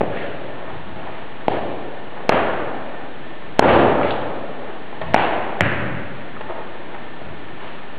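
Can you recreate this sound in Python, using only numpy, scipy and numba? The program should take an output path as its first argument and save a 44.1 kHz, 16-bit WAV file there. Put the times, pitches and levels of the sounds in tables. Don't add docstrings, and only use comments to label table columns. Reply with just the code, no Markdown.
import sys
import numpy as np
from scipy import signal
from scipy.fft import rfft, irfft, next_fast_len
from scipy.io import wavfile
from scipy.ndimage import uniform_filter1d
from numba import njit

SR = 44100
rng = np.random.default_rng(int(sys.argv[2]) if len(sys.argv) > 2 else 0)


def to_wav(s):
    ch = np.atleast_2d(s).T
    pcm = np.round(np.clip(ch, -1, 1) * 32767)
    wavfile.write(sys.argv[1], SR, pcm.astype(np.int16))


N = 352260
FLOOR_HALL_DB = 5


def undb(db):
    return 10 ** (np.asarray(db) / 20)


def unit(x):
    return x / np.sqrt(np.mean(x ** 2))


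def along(points, hz):
    f, value = np.transpose(points)
    return np.interp(np.log(np.maximum(hz, 1)), np.log(f), value)


def colour(x, points):
    size = next_fast_len(len(x) + SR // 10)
    gain = undb(along(points, np.fft.rfftfreq(size, 1 / SR)))
    return irfft(rfft(x, size) * gain, size)[:len(x)]


def band_noise(size, hz, width):
    b, a = signal.iirpeak(hz, hz / width, fs=SR)
    return unit(signal.lfilter(b, a, signal.lfilter(b, a, rng.standard_normal(size))))


def add(track, start, sound):
    i = max(int(start * SR), 0)
    part = sound[:max(N - i, 0)]
    track[i:i + len(part)] += part


def pulse(t, hz, cycles):
    age = np.maximum(t, 0) * hz / cycles
    return -age * np.exp(1 - age) * np.sin(2 * np.pi * hz * t)


@njit
def follow(x, attack, release):
    out, level = np.empty(len(x)), 0.
    for i in range(len(x)):
        rectified = abs(x[i])
        level += (rectified - level) * (attack if rectified > level else release)
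        out[i] = level
    return out


def ventilation(rush_db=-32.5):
    # frequency in Hz, relative level in dB.
    hiss_curve = [(25, 0.5), (50, -10.5), (90, -9.5), (140, -5), (300, -1.35), (550, -6.5), (870, -6),
                  (1150, -10.5), (1500, -11), (2100, -13.5), (2700, -16.5), (3500, -14.5), (5000, -20)]
    # centre in Hz, width in Hz, level in dB.
    ducts = [(133.6, 27, -54.5), (353, 62, -50.5), (1787.5, 70, -47.5)]
    rush = undb(rush_db) * unit(colour(rng.standard_normal(N), hiss_curve))
    return rush + sum(undb(db) * band_noise(N, hz, width) for hz, width, db in ducts)


def hall(gap_s=0.0016, build_s=0.012, first_per_s=700, thicken_s=0.03, diffuse=0.66):
    # frequency in Hz, gain in dB.
    reverb_curve = [(50, -9), (90, -0.5), (130, -7), (180, -2.5), (250, -1.5), (450, -1.5), (570, -3.5),
                    (950, 0), (1250, 0.5), (1650, 2), (2100, -1.5), (2800, 2), (4500, 7)]
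    # centre in Hz, width in Hz, boost in dB.
    room_modes = [(124, 15, 6), (574.5, 16, 4.5)]
    # frequency in Hz, seconds to fall by 60 dB.
    decay_times = [(80, 1.54), (250, 2.06), (550, 2.14), (1100, 1.745), (2200, 1.46), (4500, 1.03)]
    size = 2 ** 17
    t, f = np.arange(size) / SR, np.fft.rfftfreq(size, 1 / SR)
    density = np.minimum(first_per_s * (1 + (t / thicken_s) ** 2) / SR, 1)
    reflections = (rng.random(size) < density) * rng.choice([-1, 1], size) / np.sqrt(density)
    arrivals = np.sqrt(diffuse) * rng.standard_normal(size) + np.sqrt(1 - diffuse) * reflections
    spectrum = rfft(arrivals) * undb(along(reverb_curve, f))
    for hz, width, db in room_modes:
        spectrum *= undb(db / (1 + (2 * (f - hz) / width) ** 2))
    centres, t60s = np.transpose(decay_times)
    tail = np.zeros(size)
    for share, t60 in zip(np.eye(len(centres)), t60s):
        band = irfft(spectrum * along(np.c_[centres, share], f))
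        tail += band * np.exp(-np.log(1000) * t / t60)
    build = 1 - np.exp(-np.maximum(t - gap_s, 0) / build_s)
    return tail * build * undb(-31.0)


def in_hall(sound, wet_db, reverb, floor_echo_db=-6, wall_s=0.014, wall_db=-11):
    # delay in seconds, level in dB.
    early_echoes = [(.0022, -19.5), (0.052, -16), (0.107, -15)]
    floor_echo_s, scatter_db, scatter_s = 0.0047, -14, 0.0016
    near, t = np.zeros(len(reverb)), np.arange(SR // 100) / SR
    near[0] = 1
    for delay, db in early_echoes + [(floor_echo_s, floor_echo_db), (wall_s, wall_db)]:
        echo = undb(scatter_db) * rng.standard_normal(len(t)) * np.exp(-t / scatter_s)
        echo[0] = 1
        arrival = delay * (1 + .02 * rng.uniform(-1, 1))
        add(near, arrival, undb(db) * echo / np.linalg.norm(echo))
    near = signal.lfilter(*signal.butter(1, 117, "high", fs=SR), near + 1e-18)
    return signal.fftconvolve(sound, near + reverb * undb(wet_db))


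def swishes(width_ratio=1.2, flutter_db=3.0, wet_db=-7.0):
    # peak time in seconds, a quarter of the length in seconds, level in dB, centre in Hz.
    swings = [ (0.204, 0.073, -32.5, 1710), (0.439, 0.091, -36, 420), (0.66, 0.094, -37, 717),
              (1.063, 0.13, -34.5, 640), (1.119, 0.09, -47.5, 2420), (1.428, 0.038, -37.5, 622),
              (1.541, 0.027, -33.5, 1916), (2.187, 0.07, -34, 620), (3.697, 0.016, -21, 2330),
              (3.786, 0.024, -31, 1840), (4.068, 0.032, -31.5, 2090), (4.669, 0.08, -35.5, 594),
              (6.505, 0.016, -27, 563), (6.589, 0.037, -33, 600), (6.934, 0.035, -35, 600),
              (7.633, 0.043, -35.5, 770), (7.667, 0.08, -42.5, 2500), ]
    out = np.zeros(N)
    for peak, quarter, db, hz in swings:
        size = int(4 * quarter * SR)
        folds = unit(uniform_filter1d(rng.standard_normal(size), size=220))
        rub = unit(band_noise(size, hz, width_ratio * hz) * undb(flutter_db * folds))
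        add(out, peak - 2 * quarter, undb(db) * np.hanning(size) * rub)
    return in_hall(out, wet_db, hall())[:N]


def spatter(t, db, hz=1670, width=3500, decay_s=0.0015):
    return undb(db) * band_noise(len(t), hz, width) * np.exp(-t / decay_s)


def snaps(width_ratio=0.55, decay_s=0.0038, wet_db=-14):
    # start in seconds, level in dB, centre in Hz.
    bursts = [ (0.649, -36, 1093), (4.031, -20, 2070), (4.1075, -16, 3420), (5.0147, -28.5, 3500),
              (6.366, -27.5, 1200), (6.408, -29.5, 994), (6.41, -29, 2900), (6.488, -26, 900),
              (6.553, -30, 700), (6.945, -29, 1500), (7.484, -31, 1600), ]
    out, t = np.zeros(N), np.arange(SR // 10) / SR
    for start, db, hz in bursts:
        add(out, start, spatter(t, db, hz, width_ratio * hz, decay_s))
    return in_hall(out, wet_db, hall())[:N]


def floor_boom(t, db, lag_s=0.0042):
    return undb(db) * pulse(t - lag_s, hz=133.8, cycles=0.26)


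def steps(tick_db=-9.5, scuff_db=-6, wet_db=-3.5):
    # start in seconds, sole level in dB, floor boom in dB.
    footfalls = [ (0.677, -23.5, -25.5), (0.87, -35.5, -26.5), (2.9446, -24, -39.5), (3.0506, -31, -46),
                 (3.267, -26.5, -46), (3.4232, -26.5, -36.5), (4.013, -8, -25.5), (4.9277, -22.5, -41.5),
                 (5.0147, -11.5, -24.5), (5.0205, -23.5, -34), (5.032, -23.5, -20), (6.408, -17.5, -44),
                 (6.489, -27, -50), (6.945, -23, -39), (6.960, -28.5, -49), (7.215, -26, -26), ]
    soles, floor, t = np.zeros(N), np.zeros(N), np.arange(SR // 10) / SR
    tap = pulse(t, hz=640, cycles=0.54)
    tick = undb(tick_db) * pulse(t, hz=1800, cycles=0.17)
    for start, sole_db, floor_db in footfalls:
        scuff = spatter(t, scuff_db, hz=765, width=1100, decay_s=0.0067)
        add(soles, start, undb(sole_db) * (tap + tick + scuff))
        add(floor, start, floor_boom(t, floor_db))
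    return (in_hall(soles, wet_db, hall()) + in_hall(floor, FLOOR_HALL_DB, hall()))[:N]


def strikes(crack_ring=0.42, spatter_db=-10, pocket_db=-5.5, pocket_hall_db=-16):
    # start in seconds, slap in dB, slap pitch in Hz, crack in dB,
    # crack pitch in Hz, slap rise in cycles, body thump in dB, floor boom in dB, reverb send in dB,
    # floor echo in dB, wall echo delay in seconds, wall echo in dB, brush in dB.
    blows = [ (0.0085, -7, 564, -15, 1460, 0.53, -16, -20.5, 2.7, 3.5, 0.023, -4, -49),
             (1.4819, 0.8, 612, -6, 2500, 0.35, -10, -22, -2, -12, 0.037, -12, -47),
             (2.293, 5.5, 629, 9, 1230, 0.35, -10.5, -33.5, -1.67, -3.5, .029, -6, -35),
             (3.5931, 14.5, 584, 14.2, 1040, 0.29, -0.5, -9.5, -0.2, -10, .032, -7, -22),
             (5.1435, 6, 727, 7.5, 1710, 0.53, -5.5, -40.5, -3, -1, 0.019, -4.5, -13),
             (5.6082, -8, 564, 6.5, 1790, 1, -7.5, -5.5, -4, -11.5, 0.011, -8, -39), ]
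    slap_lag_s, pocket_lag_s, brush_lead_s = 0.00019, 0.0006, 0.0058
    out, t = np.zeros(N), np.arange(SR // 10) / SR
    spots = [hall() for _ in range(7)]
    for k, (start, slap_db, slap_hz, crack_db, crack_hz, cycles,
            body_db, floor_db, wet_db, *echoes, brush_db) in enumerate(blows):
        crack = undb(crack_db) * pulse(t, crack_hz, crack_ring * cycles)
        slap = undb(slap_db) * pulse(t - slap_lag_s, slap_hz, cycles)
        pocket = undb(slap_db + pocket_db) * pulse(t - pocket_lag_s, hz=836, cycles=0.63)
        thump = undb(body_db) * pulse(t, hz=320.5, cycles=0.42)
        boom = floor_boom(t, floor_db)
        layers = [(crack, 0), (slap, 0), (pocket, pocket_hall_db), (thump, 0), (boom, FLOOR_HALL_DB)]
        for j, (layer, extra_wet_db) in enumerate(layers):
            reverb = spots[(k + j) % len(spots)]
            add(out, start, in_hall(layer, wet_db + extra_wet_db, reverb, *echoes))
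        add(out, start, spatter(t, crack_db + spatter_db))
        add(out, start - brush_lead_s, spatter(t, brush_db))
    return out


def scene():
    return (strikes() + steps() + snaps() + swishes() + ventilation())[None]


def record(dry, limit_db=-6.5, attack_s=0.00077, release_s=0.024, react_s=0.0039, offset=-0.066):
    # frequency in Hz, gain in dB.
    mic_curve = [(1500, -2), (2800, -1.5), (3400, -6), (4000, -12), (4500, -17.5), (4900, -32), (5300, -70)]
    low_cut_hz, dull_hz, top_hz = 55, 12000, 16000
    t = np.arange(N) / SR
    low_cut = signal.butter(2, low_cut_hz, "high", fs=SR, output="sos")
    mic = signal.sosfilt(low_cut, colour(dry[0], mic_curve))
    envelope = follow(mic, 1 / (attack_s * SR), 1 / (release_s * SR))
    late_envelope = np.interp(t - react_s, t, envelope)
    gain = np.minimum(1, undb(limit_db) / np.maximum(late_envelope, 1e-9))
    limited = mic * uniform_filter1d(gain, size=24)
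    clipped = np.clip(limited + offset, -1, 1)
    rounded = signal.lfilter(*signal.butter(1, dull_hz, fs=SR), clipped)
    high_cut = signal.ellip(8, .2, 70, top_hz, fs=SR, output="sos")
    return signal.sosfilt(high_cut, rounded)[None]


dry = scene()
out = record(dry)
to_wav(out)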